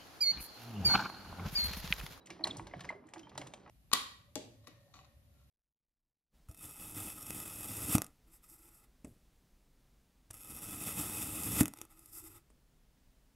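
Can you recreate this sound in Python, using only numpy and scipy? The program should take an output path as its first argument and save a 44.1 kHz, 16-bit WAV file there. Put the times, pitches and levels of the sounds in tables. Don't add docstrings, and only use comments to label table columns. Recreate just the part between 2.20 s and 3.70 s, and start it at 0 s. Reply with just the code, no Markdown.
import sys
import numpy as np
from scipy import signal
from scipy.fft import rfft, irfft
from scipy.io import wavfile
from scipy.ndimage import uniform_filter1d

SR = 44100
rng = np.random.default_rng(int(sys.argv[2]) if len(sys.argv) > 2 else 0)


def natural_amplitude(level_db):
    exponent = np.asarray(level_db, float) / 20
    return 10 ** exponent


def log_audio(samples):
    frames = np.atleast_2d(samples).T
    limited = np.clip(frames, -1, 1)
    pcm = np.round(limited * 32767).astype(np.int16)
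    wavfile.write(sys.argv[1], SR, pcm)


N = 66150

# pitch_hz [Hz], level_db [dB per Hz]
AIR_SPECTRUM = [(28, -25), (50, -2.5), (140, 5.5), (320, -2.5), (1000, -5.5), (3000, -25.5), (5000, -55),
                (12000, -36.5), (15000, -56)]
# pitch_hz [Hz], level_db [dB per Hz]
RUB_SPECTRUM = [(40, -4.5), (130, 1.5), (350, -1.5), (1000, -16.5), (1500, -17), (4000, -19), (7500, -31),
                (13000, -59)]
# time_s [s], level_db [dB]
CRANK_EFFORT = [(0, -72.5), (.055, -76), (0.106, -65), (0.223, -67.5), (0.261, -56.5), (.45, -65.5),
                (.52, -63), (0.601, -63.5), (0.697, -61), (.735, -67), (0.788, -75.5), (.86, -77),
                (.92, -75), (0.952, -69), (1.15, -67), (1.2, -59), (1.31, -67.5), (1.5, -68)]
# start_s [s], level_db [peak dB], pitch_hz [Hz], t60_s [s]
CASE_BOOMS = [(0.106, -49.5, 337, .15), (0.2, -45.5, 327.3, 0.18), (0.261, -53.5, 206.6, 0.26),
              (0.301, -50, 294, 0.32), (0.378, -41, 110, 0.082), (0.403, -48.5, 331, 0.17),
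              (0.419, -51, 52.1, 0.74), (.54, -52, 307, 0.25), (0.56, -44.5, 141.4, 0.27),
              (0.75, -52.5, 404.4, 0.25), (0.799, -57, 246.8, .4), (.85, -54, 309, 0.15),
              (.965, -47.5, 322.6, 0.24), (1.028, -51, 294.4, 0.077), (1.149, -56, 127.5, 1),
              (1.191, -48, 292, 0.12)]
# peak_s [s], level_db [peak dB], pitch_hz [Hz], rise_s [s], t60_s [s]
PIVOT_SQUEAKS = [(.2420, -20.5, 4165, 0.0026, 0.013), (0.2458, -29.5, 4200, 0.0008, 0.0083),
                 (0.2473, -32, 3450, 0.00068, 0.011), (.3135, -47, 3400, 0.0011, 0.0094),
                 (.2560, -38, 2000, 0.00092, 0.013), (.3065, -39.5, 3800, 0.0014, 0.0097),
                 (.3105, -31.5, 3546, 0.0011, 0.019), (.5130, -52, 2047, 0.00061, 0.05),
                 (.6915, -30.5, 2065, 0.00079, 0.015), (.6968, -31.5, 2063, 0.0022, 0.025),
                 (1.034, -52.5, 3130, 0.0018, 0.14), (.012, -63.5, 3910, 0.0022, 0.2),
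                 (1.218, -43, 2186, 0.0014, 0.016)]
# start_s [s], level_db [peak dB], pitch_hz [Hz], bright_edge_db [dB]
PIN_TICKS = [(0.058, -52.5, 3100, -39), (0.0608, -45.5, 4100, 24), (.07, -45, 2430, -28),
             (0.1029, -38, 2480, -21), (0.25, -35.5, 6200, -31), (0.272, -30.5, 3360, -1.5),
             (0.369, -34.5, 5800, 9.5), (0.383, -49, 3540, -17), (0.4699, -40.5, 4220, -10),
             (0.5683, -62, 5200, 21), (0.594, -49.5, 3400, -38), (0.606, -40, 3540, -6),
             (0.637, -48.5, 2600, -6), (0.65, -43, 5250, -37), (0.691, -43.5, 3530, 3.5),
             (0.869, -58.5, 4500, 8.5), (.889, -53.5, 3950, 23), (0.9364, -39, 2820, -1.5),
             (0.98, -50, 3500, -19), (0.9931, -45.5, 2800, -22), (1.031, -55.5, 2510, -24),
             (1.0938, -48.5, 3180, -26), (1.1514, -53, 2700, -22), (1.1772, -29, 3720, -2),
             (1.215, -38.5, 2980, -30), (1.27, -41.5, 3030, -1.5), (1.3366, -35.5, 3070, -7),
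             (1.476, -61, 2800, -22.5), (1.4966, -50.5, 2330, -4)]
# pitch_hz [Hz], level_db [dB]
FRAME_NOTES = [(600, -4), (700, -3.5), (835, -3), (960, -5), (1130, -4), (1630, -5.5), (1910, -2),
               (2250, -3), (2900, -6.5), (3400, -28), (4200, -26)]
# start_s [s], level_db [peak dB], pitch_hz [Hz], t60_s [s]
LIGHTER_KNOCKS = [(.2725, -42, 890, 0.019), (.279, -45, 716, 0.017), (.45, -60, 750, 0.027),
                  (.513, -58, 950, .03), (.6445, -38.5, 2090, 0.011), (.651, -43.5, 1460, 0.012),
                  (.709, -47, 1025, 0.007), (.7135, -40, 1080, 0.0082), (.725, -40, 526, 0.017),
                  (.75, -51.5, 412, 0.084), (1.475, -49.5, 1095, .05), (1.4965, -44, 743, 0.059),
                  (.468, -48, 1597, 0.054), (1.155, -55, 1440, 0.027), (.839, -54, 1018, 0.055),
                  (1.184, -60.5, 927, 0.023), (1.2115, -45, 1520, 0.027), (1.2205, -40.5, 850, 0.011),
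                  (1.229, -50, 910, 0.034), (1.265, -49, 745, .02), (1.271, -48, 770, 0.013),
                  (.163, -52.5, 606, 0.018), (.098, -46.5, 950, 0.022), (.209, -55, 1980, .02),
                  (1.178, -35.5, 1290, 0.017), (.5365, -42.5, 1633, 0.017), (1.217, -40, 600, .02)]
# start_s [s], level_db [peak dB], pitch_hz [Hz], t60_s [s]
CAM_KNOCKS = [(0.103, -41, 2300, 0.076), (0.193, -47, 640, 0.033), (0.208, -44, 640, 0.12),
              (0.244, -37, 848, 0.062), (0.252, -41, 857, 0.034), (0.269, -31.5, 710, 0.021),
              (0.295, -44.5, 2170, 0.031), (0.36, -44.5, 826, 0.082), (0.395, -34.5, 913, 0.012),
              (0.468, -47.5, 752, 0.059), (0.5365, -34, 906, 0.018), (0.541, -43, 920, 0.0057),
              (0.593, -45.5, 1360, 0.052), (0.608, -38.5, 2230, 0.027), (0.647, -43.5, 708, 0.055),
              (0.7030, -31.5, 900, 0.011), (0.73, -47, 776, 0.015), (0.885, -54, 1856, 0.047),
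              (0.935, -42.5, 913, 0.023), (0.959, -43, 892, 0.08), (0.968, -46.5, 653, 0.028),
              (1.069, -47, 878, 0.1), (1.116, -50, 1175, 0.084), (1.154, -42, 885, 0.069),
              (1.177, -34, 950, 0.014), (1.214, -45.5, 880, 0.041), (1.336, -39.5, 733, 0.021),
              (1.461, -46, 997, 0.021)]
# pitch_hz [Hz], lead_rad [radians]
PORT_LEAD = [(300, 0), (2600, .55), (4200, 1), (5100, 0), (7150, 3.0), (8150, 3.3), (11100, 2 * np.pi),
             (14200, 3 * np.pi), (16000, 3.5 * np.pi)]
# pitch_hz [Hz], level_db [dB]
PORT_LEVEL = [(100, -.4), (600, -4), (1400, 0)]
# pitch_hz [Hz], likeness [0-1]
PORT_LIKENESS = [(130, .998), (600, .5), (1500, .7), (3000, .98), (7000, .994), (8200, .994), (10000, .95)]
# pitch_hz [Hz], level_db [dB]
MIC_TONE = [(22, -17.5), (45, -1), (6000, -0.5), (12500, 1), (14500, -11.5)]


def along(table):
    t = np.array(table, float)
    hz = np.arange(N // 2 + 1) * SR / N
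    return np.interp(np.log(hz + 1), np.log(t[:, 0]), t[:, 1])


def colour(x, table):
    y = irfft(rfft(x) * natural_amplitude(along(table)), N)
    return y / np.std(y)


def add(out, start_s, x, level_db):
    i = int(start_s * SR)
    x = x[max(-i, 0):N - i]
    out[max(i, 0):max(i, 0) + len(x)] += x * natural_amplitude(level_db) / np.abs(x).max()


def fade(t, t60_s):
    return np.exp(-np.log(1000) * t / t60_s)


def band(x, hz, wide):
    wide = max(wide, 1.02)
    edges = [hz / wide, min(hz * wide, SR * .45)]
    return signal.sosfilt(signal.butter(2, edges, "band", fs=SR, output="sos"), x)


def quiet_air():
    return natural_amplitude(-65.5) * colour(rng.standard_normal(N), AIR_SPECTRUM)


def room_echo(x):
    bass_t60_s, treble_t60_s = 0.35, 0.33
    bass_db, treble_db = -8.5, -9
    t = np.arange(N // 2) / SR
    bounces = rng.standard_normal(len(t)) * np.minimum(t / 0.0023, 1)
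    bass = natural_amplitude(bass_db) * band(bounces, 350, 5.35) * fade(t, bass_t60_s)
    treble = natural_amplitude(treble_db) * band(bounces, 11000, 2.3) * fade(t, treble_t60_s)
    return signal.fftconvolve(x, (bass + treble) / 30)[:N]


def shaft_rub():
    rub_db, grains_per_s, grain_spread_db = 3, 4000, 2.5
    surge_db, treble_per_effort = 1.2, 1.29
    chance, size = rng.random((2, N))
    direction = np.sign(size * 977 % 1 - .5)
    grains = (chance < grains_per_s / SR) * natural_amplitude(-grain_spread_db * np.log(size + 0.0002)) * direction
    x = colour(grains, RUB_SPECTRUM)
    x = x / np.std(band(x, 1500, 5.4))

    surge = uniform_filter1d(rng.standard_normal(N), size=500)
    surge = uniform_filter1d(surge, size=500) * 27 * surge_db

    table = np.array(CRANK_EFFORT)
    effort_db = np.interp(np.arange(N) / SR, table[:, 0], table[:, 1])
    hardest_db = table[:, 1].max()
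    low = signal.sosfiltfilt(signal.butter(2, 1300, fs=SR, output="sos"), x)
    treble = x - low
    treble_db = hardest_db + treble_per_effort * (effort_db - hardest_db)
    return natural_amplitude(rub_db + surge) * (low * natural_amplitude(effort_db) + treble * natural_amplitude(treble_db))


def case_booms():
    rise_s = 0.0034
    out, t = np.zeros(N), np.arange(16384) / SR
    for start_s, level_db, hz, t60_s in CASE_BOOMS:
        wobble = uniform_filter1d(rng.standard_normal(len(t)), size=600) * 25
        tone = np.sin(2 * np.pi * hz * t + 0.59 * wobble)
        add(out, start_s, tone * (1 - np.exp(-t / rise_s)) * fade(t, t60_s), level_db)
    return out


def pivot_squeaks():
    sag_per_s, grit_db, octave_db = 24, -17.5, -24.5
    out, t = np.zeros(N), np.arange(-512, 4096) / SR
    for peak_s, level_db, hz, rise_s, t60_s in PIVOT_SQUEAKS:
        noise = rng.standard_normal((2, len(t)))
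        sags = (hz > 3300) * (t60_s < .1)
        pitch = hz * (1 - sag_per_s * 0.0029 * np.tanh(t / 0.0018) * sags)
        phase = 2 * np.pi * np.cumsum(pitch) / SR

        swell = np.exp(-np.abs(t / rise_s) ** 2.44)
        decay = fade(np.hypot(t, rise_s / 3) - rise_s / 3, t60_s)
        loudness = np.where(t < 0, swell, decay)

        flutter = 1 + (t60_s > .06) * 6.0 * uniform_filter1d(noise[1], size=200)
        grit = natural_amplitude(grit_db) * band(noise[0], 0.94 * hz, 1.8) * (t > 0)
        song = flutter * np.sin(phase) + natural_amplitude(octave_db) * np.sin(2 * phase) + grit
        add(out, peak_s + t[0], loudness * song, level_db)
    return out


def pin_ticks():
    ring_t60_s, tip_db = 0.043, -9.5
    out, t = np.zeros(N), np.arange(2048) / SR
    for start_s, level_db, hz, edge_db in PIN_TICKS:
        noise = rng.standard_normal((3, len(t)))
        noise[:, 20] += 6
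        tip = natural_amplitude(edge_db + tip_db) * band(noise[2], 15000, 1.076) * fade(t, 0.0076)
        body = band(noise[0], hz, 1.303) + natural_amplitude(-7) * band(noise[1], 6050, 1.277)
        edge = natural_amplitude(edge_db) * band(noise[2], 7380, 1.108) * fade(t, 1.2 * ring_t60_s)
        x = tip + body * fade(t, ring_t60_s) + edge
        add(out, start_s, x * np.minimum(t / 0.00046, 1), level_db)
    return out


def wooden_knocks(table):
    own_note_db, crack_db, rattle_db, snap_db = 1, -12.5, -4.5, 3
    sharp_start = 0.46
    scatter_db, frame_ring, frame_t60_max_s = 2.5, 1.86, 0.049
    out, t = np.zeros(N), np.arange(4096) / SR
    for start_s, level_db, hz, t60_s in table:
        chance = rng.standard_normal((len(FRAME_NOTES), 2))
        noise = rng.standard_normal((2, len(t)))
        pitch = hz * (1 + sharp_start * fade(t, 0.0082))
        x = natural_amplitude(own_note_db) * np.sin(2 * np.pi * np.cumsum(pitch) / SR) * fade(t, t60_s)

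        frame_t60_s = min(frame_ring * t60_s, frame_t60_max_s)
        for (note_hz, note_db), (uneven, detune) in zip(FRAME_NOTES, chance):
            db = note_db + scatter_db * uneven - 4.0 * abs(np.log2(note_hz / hz))
            note = np.sin(2 * np.pi * note_hz * (1 + 0.041 * detune) * t + uneven)
            x = x + natural_amplitude(db) * note * fade(t, frame_t60_s * np.sqrt(1000 / note_hz))

        crack = natural_amplitude(crack_db) * band(noise[0], 1.01 * hz, 2.4) * fade(t, t60_s)
        rattle = natural_amplitude(rattle_db) * band(noise[1], 1.15 * hz, 1.73) * fade(t, 4 * t60_s)
        click = 1. * (t == t[20])
        snap = natural_amplitude(snap_db) * band(click, 2.7 * hz, 1.3)
        add(out, start_s, (x + crack + rattle) * np.minimum(t / 0.0017, 1) + snap, level_db)
    return out


def scene():
    squeaks = pivot_squeaks()
    rest = shaft_rub() + case_booms() + pin_ticks()
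    rest = rest + wooden_knocks(LIGHTER_KNOCKS) + wooden_knocks(CAM_KNOCKS)
    toy = (rest + squeaks) * np.minimum(np.arange(N, 0, -1) / 50, 1)
    to_room = rest + natural_amplitude(-4.5) * squeaks

    shared = rfft(toy + room_echo(to_room) + quiet_air())
    differing = rfft(room_echo(to_room) + quiet_air())
    spread = np.sqrt(1 - np.clip(along(PORT_LIKENESS), 0, 1)) * differing
    half = natural_amplitude(along(PORT_LEVEL) / 2) * np.exp(.5j * along(PORT_LEAD))
    left = irfft((shared + spread) * half, N)
    right = irfft((shared - spread) / half, N)
    return np.array([left, right])


def top_cut(x):
    return signal.sosfilt(signal.butter(12, 15700, fs=SR, output="sos"), x)


def record(dry):
    top_hz = 15700
    heard = irfft(rfft(dry) * natural_amplitude(along(MIC_TONE)), N)
    mix = signal.sosfilt(signal.ellip(8, .2, 70, top_hz, fs=SR, output="sos"), heard)
    return top_cut(mix)


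dry = scene()
out = record(dry)
log_audio(out)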